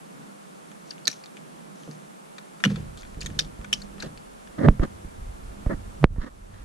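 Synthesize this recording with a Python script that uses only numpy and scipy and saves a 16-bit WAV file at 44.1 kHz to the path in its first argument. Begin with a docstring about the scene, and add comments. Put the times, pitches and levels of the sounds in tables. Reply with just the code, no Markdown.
"""A wall box in a quiet room: pliers grip and twist copper wires close to a small camera.
Contacts excite jaws, switch plate and wire strands; dragged wire scrapes as dense random slips.
Hands later shift the camera: its housing thumps, snaps, rubs and rumbles, and the wall rings.
A wavering drone and shaped stereo noise fill the room; overloads make a gain control duck everything."""
import sys
import numpy as np
from scipy import signal
from scipy.io import wavfile

SR = 44100
rng = np.random.default_rng(int(sys.argv[2]) if len(sys.argv) > 2 else 0)


def materialize(psi):
    """Save the field psi as 16-bit PCM at rate SR to the path in sys.argv[1].

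    A 1-D psi becomes a single channel; in a 2-D psi each row is a channel.
    """
    bounded = np.clip(np.atleast_2d(psi).T, -1, 1)
    quanta = np.round(bounded * 32767).astype(np.int16)
    wavfile.write(sys.argv[1], SR, quanta)


N = 292824


def from_db(db):
    """Level to amplitude: 20 dB is a factor of ten."""
    return 10 ** (np.asarray(db) / 20)


def rms_one(x):
    """Normalisation: scales to unit rms."""
    return x / np.sqrt(np.mean(x ** 2) + 1e-20)


def filtered(x, order, hz, kind="low"):
    """Butterworth filtering: a maximally flat pass band."""
    return signal.sosfilt(signal.butter(order, hz, kind, fs=SR, output="sos"), x)


def in_time(rows):
    """Linear interpolation: each column of a curve becomes one value a sample."""
    s, *columns = np.transpose(rows)
    return [np.interp(np.arange(N) / SR, s, column) for column in columns]


def strokes(rows, attack_s, release_s):
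    """Gating: yields each stroke's soft-edged gate, its progress 0-1 and its other columns."""
    t = np.arange(N) / SR
    for start, length, *columns in rows:
        rise = (t - start) / attack_s
        fall = (start + length - t) / release_s
        gate = np.clip(np.minimum(rise, fall), 0, 1)
        yield gate, np.clip((t - start) / length, 0, 1), *columns


def at_hz(points, hz):
    """Logarithmic frequency: reads a curve of (f, value) on a log axis."""
    f, value = np.transpose(points)
    return np.interp(np.log(hz), np.log(f), value)


def panned(x, pan_db):
    """Interchannel level difference: left over right in dB."""
    return x * from_db([[pan_db / 2], [-pan_db / 2]])


def resonate(x, modes):
    """Modal superposition: parallel resonators of (f/Hz, bandwidth/Hz, level/dB), signs alternating."""
    out = 0
    for k, (hz, width, level_db) in enumerate(modes):
        r = np.exp(-np.pi * width / SR)   # pole radius
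        b = [(1 - r * r) / 2, 0, (r * r - 1) / 2]
        a = [1, -2 * r * np.cos(2 * np.pi * hz / SR), r * r]
        out = out + (-1) ** k * from_db(level_db) * signal.lfilter(b, a, x)
    return out


def grains(per_s, spread_db):
    """Stick-slip as a random point process: impulses of uneven size and random sign."""
    size_db = spread_db * np.minimum(rng.exponential(1, N), 4)
    sizes = from_db(size_db) * rng.choice([-1, 1], N)
    return sizes * (rng.random(N) < per_s / SR) + 1e-18


def drift(hz):
    """Slow random modulation: normal values, two per cycle of hz, joined by straight lines."""
    return np.interp(np.arange(N) * 2 * hz / SR, np.arange(1200), rng.standard_normal(1200))


def add(out, sound, s):
    """Superposition: mixes a short sound in at a time."""
    i = round(s * SR)
    out[:, i:i + sound.shape[1]] += sound[:, :N - i]


# contacts of the pliers: t/s, then peak level/dB and main ring f/Hz for jaws, switch plate
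# and strands in turn, then left-right level/dB
CONTACTS = [(0.716, -48.5, 3080, -37, 1220, -44, 6400, 6), (0.9066, -25, 4720, -47.5, 1250, -44, 5300, 4),
            (0.913, -40, 2710, -35, 1610, -50, 5340, 7), (0.981, -46.5, 2780, -40.5, 2400, -44, 5940, 5),
            (1.054, -25.5, 4520, -54, 1230, -47, 6480, 9), (1.0716, -9.5, 4260, -18, 2380, -35, 5860, -4),
            (1.0778, -8, 4040, -14.5, 1740, -4.5, 5880, 8.5),
            (1.0846, -31.5, 3850, -28, 1740, -22, 5840, 1), (1.1, -33, 4670, -34, 2430, -34, 5800, 1),
            (1.113, -43.5, 4690, -45, 1790, -26, 5630, 9), (1.119, -41, 3980, -51, 1400, -35, 5830, 2),
            (1.128, -43, 3880, -37, 2350, -34, 5800, 11), (1.238, -33.5, 4630, -38.5, 2350, -52, 6550, 4),
            (1.259, -36, 3700, -40.5, 1220, -42.5, 6750, 7), (1.369, -42, 2850, -33.5, 2280, -43, 6400, 4),
            (1.834, -41, 3100, -50, 1360, -41, 6160, 5), (1.912, -38.5, 4770, -41.5, 1700, -38, 5900, 6),
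            (2.3822, -34, 3700, -30.5, 1480, -42, 6100, 4), (2.603, -43, 3640, -33.5, 1370, -45, 6310, 3),
            (2.6388, -15, 2870, -3.5, 1644, -25, 5300, 7.5), (2.644, -40, 2890, -21.5, 1640, -25, 5170, 20),
            (2.65, -9.5, 2910, -10.5, 1750, -18, 5950, 2), (2.657, -20, 2950, -16, 1380, -41, 5840, 7),
            (2.703, -46, 3080, -34, 1340, -47, 5320, 1), (2.759, -32, 3500, -30, 1500, -46, 6200, 6.5),
            (2.974, -37.5, 3600, -40, 1230, -36, 7260, 3), (3.011, -44, 3550, -45.0, 1340, -37, 6550, 5),
            (3.021, -40, 4660, -43, 1390, -45, 5620, 5), (3.032, -44, 3210, -36, 2050, -47, 5920, 8),
            (3.051, -49, 3440, -38, 1470, -51, 7280, 5), (3.145, -50, 2890, -40, 2070, -51, 6240, 6),
            (3.207, -29, 4730, -43, 1210, -34, 6720, 5), (3.213, -24.5, 4900, -30.5, 2390, -31, 6800, 9),
            (3.2195, -35, 2800, -30, 2500, -42, 6550, -2), (3.26, -23, 3700, -23.5, 1860, -22, 6480, 9),
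            (3.265, -31, 3430, -33, 1970, -27, 6220, -4), (3.302, -44, 2860, -37, 1800, -43, 6590, 5),
            (3.389, -19, 3480, -27, 1680, -23, 5640, -11), (3.3913, -7.5, 3630, -15, 1660, -16, 5250, 3),
            (3.3958, -36, 3470, -26, 2470, -32, 5410, 4), (3.398, -21, 3600, -24.5, 2600, -12, 5300, 6),
            (3.405, -25, 4940, -39.0, 1780, -32, 5700, 14), (3.413, -36, 4930, -48, 1360, -35.5, 5320, 4.5),
            (3.447, -40, 3360, -44, 1640, -43, 5400, 2.0), (3.614, -54, 3140, -36.5, 1300, -53.5, 7170, 4),
            (3.645, -44, 3190, -27.5, 1480, -40, 6000, 8), (3.7275, -21, 3270, -16, 2580, -15, 5450, 14),
            (3.7291, -8.5, 2970, -22, 2580, -16.5, 7060, -6),
            (3.7358, -15.5, 2980, -27, 2560, -14, 5560, 7), (3.742, -30, 4780, -39, 1210, -28, 5360, 10),
            (3.818, -33.5, 4410, -40, 1490, -38, 6700, 6), (3.982, -51, 2710, -36, 1350, -53, 5510, 5),
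            (4.002, -29.5, 4070, -47, 2280, -48, 6740, 6), (4.0236, -27, 4300, -26.5, 1620, -29, 6000, 5),
            (4.029, -34, 4600, -35, 1280, -43, 5400, 7), (4.175, -40, 4500, -36, 2600, -53, 6850, 6),
            (4.474, -44, 2820, -38.5, 1670, -53, 5380, 5)]
# further modes of jaws, switch plate and strands: f/Hz, bandwidth/Hz, level/dB against the main ring
JAW_MODES = [(3300, 390, -6), (3700, 1000, -4), (4330, 530, -3.5)]
PLATE_MODES = [(1710, 320, 3.5), (1683, 140, 1.5), (2280, 340, 3)]
STRAND_MODES = [(5300, 260, -10), (6040, 310, -5.5), (6670, 200, -38.5), (9900, 220, -3.5),
                (13570, 2000, -6.5)]
CHATTER_T60_S = 0.016
IMPACT, IMPACT_PER_DB = 5.7, 0.42   # size at 0 dB; hard contacts are mostly one impact
ONSET_S, ONSET_PER_DB = .00008, 1.1   # time at 0 dB; soft clicks have a slower, noisier onset


def clicks():
    """Modal excitation by impact: one blow and a brief chatter ring plate, jaws and strands."""
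    out, t = np.zeros((2, N)), np.arange(round(.05 * SR)) / SR
    chatter = rng.standard_normal((len(CONTACTS), 2, len(t)))
    chatter[:, 1] = 0.79 * chatter[:, 0] + 1.57 * chatter[:, 1]   # partly alike on both channels
    chatter *= from_db(-60 * t / CHATTER_T60_S)
    for contact, small in zip(CONTACTS, chatter):
        s, jaws_db, jaws_hz, plate_db, plate_hz, strands_db, strands_hz, pan_db = contact
        force_db = max(jaws_db, plate_db, strands_db)
        onset_s = ONSET_S * from_db(-ONSET_PER_DB * force_db)
        hits = small * (1 - np.exp(-(t / onset_s) ** 2))
        hits[:, 14] += IMPACT * from_db(IMPACT_PER_DB * force_db)
        parts = ((jaws_db, jaws_hz, JAW_MODES), (plate_db, plate_hz, PLATE_MODES),
                 (strands_db, strands_hz, STRAND_MODES))
        sound = 0
        for level_db, hz, modes in parts:
            # modes far from the main ring sound mainly in the first moments
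            near = resonate(hits, [(hz, .75 * hz, 0)])
            main = resonate(near, [(hz, .11 * hz, 2.5)]) + resonate(near, [(hz, .04 * hz, -1)])
            onset = from_db(-3.5) * resonate(hits * np.exp(-t / .0015), modes)
            ring = main + resonate(near, modes) + onset + from_db(-17.5) * near
            sound = sound + from_db(level_db) * ring / np.abs(ring).max()
        add(out, panned(sound, pan_db), s)
    return filtered(out, 3, 10500)


# wire dragged through the jaws: start t/s, length t/s, starting level/dB, fade over the stroke
# level/dB (negative swells), brightest f/Hz
DRAGS = [(.85, 0.1, -65, -8, 5300), (1.085, 0.14, -47, 20, 5570), (1.75, 0.22, -62, 0, 6470),
         (2.655, 0.28, -47.5, 28, 2620), (2.97, 0.19, -55, 23, 5030), (3.21, 0.19, -51.5, 24, 5370),
         (3.4, 0.085, -50.5, 11, 4840), (3.74, 0.14, -48.5, 23, 5450), (3.99, 0.09, -51, 9, 2530)]
SCRAPE_ATTACK_S, SCRAPE_RELEASE_S = 0.0072, 0.021
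CATCH_DB, CATCH_HZ = 4, 60   # the dragged wire catches and frees


def scrape():
    """Stick-slip excitation: dense slips ring the clicks' modes, most those near the brightest pitch."""
    slips = grains(per_s=2100, spread_db=1.0)
    modes, out = PLATE_MODES + JAW_MODES + STRAND_MODES, 0
    # under the drag each mode is broader than when struck
    rings = np.array([rms_one(resonate(slips, [(hz, 1.74 * width, 0)])) for hz, width, _ in modes])
    hz, _, mode_db = np.transpose(modes)
    for gate, progress, level_db, fade_db, bright_hz in strokes(DRAGS, SCRAPE_ATTACK_S, SCRAPE_RELEASE_S):
        octaves_off = np.abs(np.log2(hz / bright_hz))
        gain = from_db(mode_db - 19.0 * octaves_off)
        coloured = (gain @ rings) / np.sqrt(gain @ gain)
        out = out + gate * from_db(level_db - fade_db * progress) * coloured
    out = filtered(out, 2, 8000)
    return panned(out * from_db(CATCH_DB * drift(CATCH_HZ)), 3.3)


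# blows on housing and wall: t/s, thump level/dB, thump rate f/Hz (scales its time course),
# knock level/dB, wall drive level/dB (before WALL_GAIN_DB), shudder decay t/s
IMPACTS = [(1.077, -62, 59, -30, -36.5, 0.0079), (1.877, -77, 90, -34, -34, 0.0057),
           (1.892, -77, 90, -49, -37, 0.0051), (2.639, -59.5, 71, -46, -29.5, 0.011),
           (2.6549, -46, 71, -44, -19, 0.0091), (2.705, -60, 71, -48, -28.5, 0.019),
           (2.772, -60, 71, -50, -33.5, 0.017), (3.17, -25.5, 80, -41, -38.5, 0.024),
           (3.241, -24, 69.4, -45, -36, 0.021), (3.29, -36, 70, -50, -41, 0.024),
           (3.343, -29, 70, -49.5, -37.5, .015), (3.395, -33, 70, -46, -39.5, 0.025),
           (3.59, -27, 70, -39, -46.5, 0.084), (3.728, -50, 70, -39, -36.5, 0.008),
           (4.033, -60, 80.6, -28, -37, 0.054), (4.687, 1.2, 57.3, -21, -21.5, 0.014),
           (4.796, -7.5, 43, -19.5, -52, .009), (5.046, -24, 61, -40, -42, 0.0072),
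           (5.663, -41, 60, -20.5, -55, 0.0077), (5.664, -8, 57.7, -41, -56.5, 0.0064),
           (5.742, -19.5, 44.7, -43, -54, 0.013), (6.031, -49, 60, -18.5, -62.5, .005),
           (6.042, 2.5, 52, -12, -25.5, .005), (6.162, -45, 60, -28, -59, 0.012),
           (6.182, -8, 36, -27.5, -43, 0.03)]
# hollow wall modes: f/Hz, bandwidth/Hz, level/dB
WALL_MODES = [(121.5, 4.1, -3.5), (152, 5.1, 4), (199.6, 11.1, 3), (237, 9.9, -7.5), (281.6, 22, -9.5),
              (399, 16.4, -16), (453, 34, -15), (539, 60, -22.5)]
# housing modes: f/Hz, bandwidth/Hz, level/dB
BODY_MODES = [(190, 105, -3.5), (251, 45, -2), (336, 50, -12), (498, 28, -5.5), (602, 69, -5),
              (633, 40, -4)]
# housing surface modes, the last one broad treble: f/Hz, bandwidth/Hz, level/dB
SURFACE_MODES = [(940, 90, 0.5), (1210, 150, 5), (1490, 260, 0.5), (1838, 270, 2), (3300, 3300, -7.5)]
HOUSING_RING_DB, HOUSING_RING_S = 7.5, 0.007   # against the knock; decay of the drive
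SURFACE_RING_DB, SURFACE_RING_S = -13.5, 0.013
# first contact against the shudder that follows, its factor at 0 dB; more so when hard
WALL_STRIKE, STRIKE_PER_DB = 4.7, 0.72
WALL_GAIN_DB = 28.5   # narrow modes pass little of a short shove


def blows():
    """Impulse response: a knock flexes the shell, a soft low push follows, and the wall rings on."""
    out, shove = np.zeros((2, N)), np.zeros((2, N))
    t = np.arange(round(.3 * SR)) / SR
    knock = np.sin(2 * np.pi * 620 * t) * np.exp(-t / 0.00092)
    rattles = rng.standard_normal((len(IMPACTS), len(t)))
    for (s, thump_db, thump_hz, knock_db, ring_db, shudder_s), rattle in zip(IMPACTS, rattles):
        pushed = np.maximum(t - .0013, 0)
        cycles = pushed * thump_hz
        onset = 1 - np.exp(-(pushed / 0.0016) ** 2)
        # the push falls in pitch as the housing settles
        thump = np.sin(2 * np.pi * cycles ** 0.47) * np.exp(-cycles / 0.71) * onset
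        add(out, panned(from_db(thump_db) * thump + from_db(knock_db) * knock, -4.0), s)
        shell = filtered(resonate(rattle * np.exp(-t / HOUSING_RING_S), BODY_MODES), 4, 800)
        add(out, panned(from_db(knock_db + HOUSING_RING_DB) * shell, -21.5), s)
        buzz = resonate(rattle * np.exp(-t / SURFACE_RING_S), SURFACE_MODES[:4])
        add(out, panned(from_db(knock_db + SURFACE_RING_DB) * buzz, -4.5), s)
        strike = WALL_STRIKE * from_db(STRIKE_PER_DB * ring_db) * np.sqrt(shudder_s * SR)
        push = rattle * np.exp(-t / shudder_s) + (t == 0) * strike
        add(shove, panned(from_db(ring_db) * push, -1.1), s)
    wall = filtered(resonate(shove + 1e-18, WALL_MODES), 4, 100, "high")
    return out + from_db(WALL_GAIN_DB) * wall


# snaps of the shell, each with a low tone near 140 Hz swelling into it: snap t/s, snap level/dB,
# middle and high ring level/dB (against the low one), swell level/dB, swell f/Hz, growth t/s,
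# swell length before the snap t/s, last crest before the snap t/s
SNAP_EVENTS = [(4.6863, -4.5, -17, -37.5, -7, 142.4, 0.034, 0.024, 0.0013),
               (4.797, -26.5, -16, -44.5, -39.5, 138, 0.0075, 0.021, .002),
               (6.042, -4.5, -3.5, -20, -8.5, 140.4, 0.012, 0.038, 0.0018)]
# low, middle and high shell modes of the snap: f/Hz, decay t/s
SHELL_MODES = [(1300, 0.00023), (2280, 0.00057), (3900, 0.00069)]
SNAP_RISE_S, SNAP_TOP_HZ = 0.00054, 4300
FLEX_DB, FLEX_HZ, FLEX_S = -1.5, 330, 0.0029   # the shell swings back


def snaps():
    """Damped modal ringing: a low tone swells into each snap, and the shell rings in its modes."""
    out, lead_s = np.zeros((2, N)), .1
    since = np.arange(round(.15 * SR)) / SR - lead_s   # time from the snap
    after = np.maximum(since, 0)
    rise = np.sin(np.pi / 2 * np.clip(1 + since / SNAP_RISE_S, 0, 1)) ** 2
    low, middle, high = (np.cos(2 * np.pi * hz * after) * np.exp(-after / decay_s)
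                         for hz, decay_s in SHELL_MODES)
    flex = from_db(FLEX_DB) * np.sin(2 * np.pi * FLEX_HZ * after) * np.exp(-after / FLEX_S)
    for s, snap_db, middle_db, high_db, swell_db, swell_hz, growth_s, length_s, crest_s in SNAP_EVENTS:
        snap = rise * (low + from_db(middle_db) * middle + from_db(high_db) * high) - flex
        snap = filtered(snap, 6, SNAP_TOP_HZ)
        # grows until 2 ms after the snap, then dies away
        envelope = np.exp(np.minimum((since - .002) / growth_s, (.002 - since) / 0.0028))
        onset = np.clip((since + length_s) / 0.0019, 0, 1)
        swell = np.cos(2 * np.pi * swell_hz * (since + crest_s)) * envelope * onset
        sound = panned(from_db(snap_db) * snap, -3.5) + panned(from_db(swell_db) * swell, -4.0)
        add(out, sound, s - lead_s)
    return out


# skin sliding over the housing: start t/s, length t/s, body starting level/dB, swell over the
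# stroke level/dB, surface and treble level/dB (against the body)
SLIDES = [(4.028, 0.059, -28, -17, -16, -18), (4.579, 0.12, -27.5, 16, -12.5, -31),
          (4.81, 0.054, -31.5, 14.5, -10.5, -24.5), (5.691, 0.059, -23.5, -3.5, -11.5, -36),
          (6.155, 0.061, -43.5, -2.5, -6, -25), (6.195, 0.052, -45, 7, 3, -7),
          (6.228, 0.067, -36, 5, -4.5, -17), (6.52, 0.13, -61, 7, 4, -3.5)]
RUB_ATTACK_S, RUB_RELEASE_S = 0.013, 0.029
SURFACE_SWELL = 0.68   # surface and treble take this share of the swell
RUB_PULSE_DB, RUB_PULSE_HZ = 3.5, 71   # the grip of the skin comes and goes
PORT_LAG_SAMPLES = 9


def rub():
    """Stick-slip friction: the lowest mode is alike at both ports, the rest partly inverted and late at left."""
    slips = np.array([grains(per_s=1800, spread_db=5.5), grains(per_s=1600, spread_db=2.0)])
    slips[0] = 0.36 * slips[0] - 0.61 * np.roll(slips[1], PORT_LAG_SAMPLES)
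    body = resonate(slips[1], BODY_MODES[:1]) + resonate(slips, BODY_MODES[1:])
    body = rms_one(filtered(body, 6, 700))
    surface = rms_one(filtered(resonate(slips, SURFACE_MODES[:4]), 5, [880, 2150], "band"))
    treble = rms_one(resonate(resonate(slips, SURFACE_MODES[4:]), SURFACE_MODES[4:]))
    out = 0
    for gate, progress, body_db, swell_db, surface_db, treble_db in strokes(SLIDES, RUB_ATTACK_S, RUB_RELEASE_S):
        upper = from_db(surface_db) * surface + from_db(treble_db) * treble
        lower = from_db(swell_db * progress) * body
        upper = from_db(SURFACE_SWELL * swell_db * progress) * upper
        out = out + gate * from_db(body_db) * (lower + upper)
    return panned(out * from_db(RUB_PULSE_DB * drift(RUB_PULSE_HZ)), -2.5)


# tremor of the hands that hold the camera: t/s, deep rumble level/dB, upper rumble level/dB
TREMOR = [(2.6, -78, -85), (2.72, -48, -41), (2.85, -43, -46), (3.01, -48.5, -59), (3.33, -40, -47),
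          (3.66, -51.5, -58), (4.05, -49.5, -66), (4.44, -59.5, -70), (4.74, -41, -52.5),
          (4.99, -59.5, -47.5), (5.16, -50, -50), (5.2, -34, -61), (5.38, -43, -58), (5.47, -37, -58),
          (5.62, -47, -51), (5.8, -39, -40.5), (6.0, -43, -58), (6.11, -19.5, -58.5), (6.29, -47, -57),
          (6.42, -40, -53.5), (6.64, -42, -43)]


def rumble():
    """Band-limited random vibration: muscle tremor shakes both ports nearly alike."""
    deep_db, upper_db = in_time(TREMOR)
    shake = rng.standard_normal(N) + .2 * rng.standard_normal((2, N))
    deep = rms_one(filtered(shake, 2, [20, 62], "band"))
    upper = rms_one(filtered(shake, 3, [62, 100], "band"))
    return panned(from_db(deep_db) * deep + from_db(upper_db) * upper, -2.1)


ROOM_T60_S, ROOM_DB = .12, -23


def room(x):
    """Reverberation: convolution with a short dull decaying noise, another on each channel."""
    t = np.arange(round(.3 * SR)) / SR
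    tail = rng.standard_normal((2, len(t))) * from_db(-60 * t / ROOM_T60_S)
    tail = filtered(tail * (1 - np.exp(-t / 0.0023)), 2, 7000)
    tail = tail / np.sqrt((tail ** 2).sum(axis=1, keepdims=True))
    return signal.fftconvolve(x, tail, axes=1)[:, :N]


def ports(x):
    """All-pass dispersion: the path round the housing turns the right port's phase, half a cycle near 2 kHz."""
    r, w = np.exp(-np.pi * 600 / SR), 2 * np.pi * 2150 / SR
    a = np.array([1, -2 * r * np.cos(w), r * r])
    return np.array([x[0], signal.lfilter(a[::-1], a, x[1])])


# tones of the drone: f/Hz, bandwidth/Hz, level/dB (against each other)
DRONE_MODES = [(158.8, 17.5, -4), (199, 3.16, 5.5), (247, 106, -11)]
DRONE_DB, DRONE_WAVER_DB, DRONE_WAVER_HZ = -51.5, 3.5, 2.5


def drone():
    """Narrow-band noise: resonances fed with noise hum at a slowly wavering level."""
    level_db = DRONE_DB + DRONE_WAVER_DB * drift(DRONE_WAVER_HZ)
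    hum = rms_one(resonate(rng.standard_normal((2, N)), DRONE_MODES))
    return from_db(level_db) * panned(hum, -3.5)


# likeness of the two channels: f/Hz, correlation (1 alike, -1 opposed)
CHANNEL_LIKENESS = [(60, 0.33), (120, -0.093), (240, -0.33), (480, -0.8), (950, -0.85), (1890, -0.38),
                    (3770, 0.27), (7520, 0.12), (15000, -0.44)]
# balance of the two channels: f/Hz, left-right level/dB
CHANNEL_LEAN = [(60, -12.5), (130, 1.5), (290, -4.5), (640, -1), (1410, 0.5), (3100, 0.5), (6820, -4),
                (15000, -3)]


def banded_noise(spectrum):
    """Third-octave synthesis: noise bands, each with its own level, likeness and balance; rms 1."""
    out, edges = 0, 112 * 2 ** (np.arange(23) / 3)
    white = rng.standard_normal((2, 2, N))   # neighbouring bands use separate noises
    for k, (low, high) in enumerate(zip(edges, edges[1:])):
        mid, side = filtered(white[k % 2], 2, [low, high], "band")
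        hz = np.sqrt(low * high)
        alike = np.clip(at_hz(CHANNEL_LIKENESS, hz), -1, 1)
        pair = np.sqrt(1 + alike) * mid + np.sqrt(1 - alike) * side * [[1], [-1]]
        out = out + from_db(at_hz(spectrum, hz)) * panned(pair, at_hz(CHANNEL_LEAN, hz))
    return rms_one(out)


# spectrum of the room air: f/Hz, relative level/dB per Hz
AIR_SPECTRUM = [(59, -72), (100, -42), (124, -55), (143, -12.5), (202, -2.5), (229, -11), (492, -7.5),
                (872, -9.5), (1480, -14.5), (1680, -20), (1870, -20.5), (4770, -30), (9820, -27),
                (14400, -48), (16000, -53)]
AIR_DB = -46


def air():
    """Spectral density: steady noise follows the spectrum of the room air."""
    return from_db(AIR_DB) * banded_noise(AIR_SPECTRUM)


def scene():
    """Linear superposition of tool, handling and room noise; the still air carries no deep bass."""
    tool = clicks() + scrape()
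    handling = blows() + snaps() + rub() + rumble()
    still = filtered(drone() + air(), 8, 128, "high")
    return ports(tool) + from_db(ROOM_DB) * room(tool) + handling + still


def released(cut_db, db_per_s):
    """Peak hold with linear release: each cut is let go at a steady rate in dB."""
    ramp = db_per_s * np.arange(N) / SR
    return np.maximum.accumulate(cut_db + ramp) - ramp


CUTOFF_HZ = 16500


def record(dry):
    """Gain control lags an overload, recovers fast then slowly; saturation rounds peaks, the top is cut."""
    sensed = filtered(dry[1], 2, 1200)   # lows of the right channel steer both
    sensed_db = 20 * np.log10(np.abs(sensed) + 1e-9)
    over_db = np.clip(15 * (sensed_db + 1.5), 0, 19.5)
    cut_db = np.maximum(released(over_db, 165), released(0.4 * over_db, 8.0))
    r = np.exp(-1 / (0.0065 * SR))
    lagging_db = signal.lfilter([(1 - r) ** 2], [1, -2 * r, r * r], cut_db)
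    levelled = dry * from_db(-lagging_db)
    rounded = levelled / (1 + np.abs(levelled) ** 6) ** (1 / 6)
    return signal.sosfilt(signal.cheby2(8, 50, CUTOFF_HZ, fs=SR, output="sos"), rounded)


dry = scene()
out = record(dry)
materialize(out)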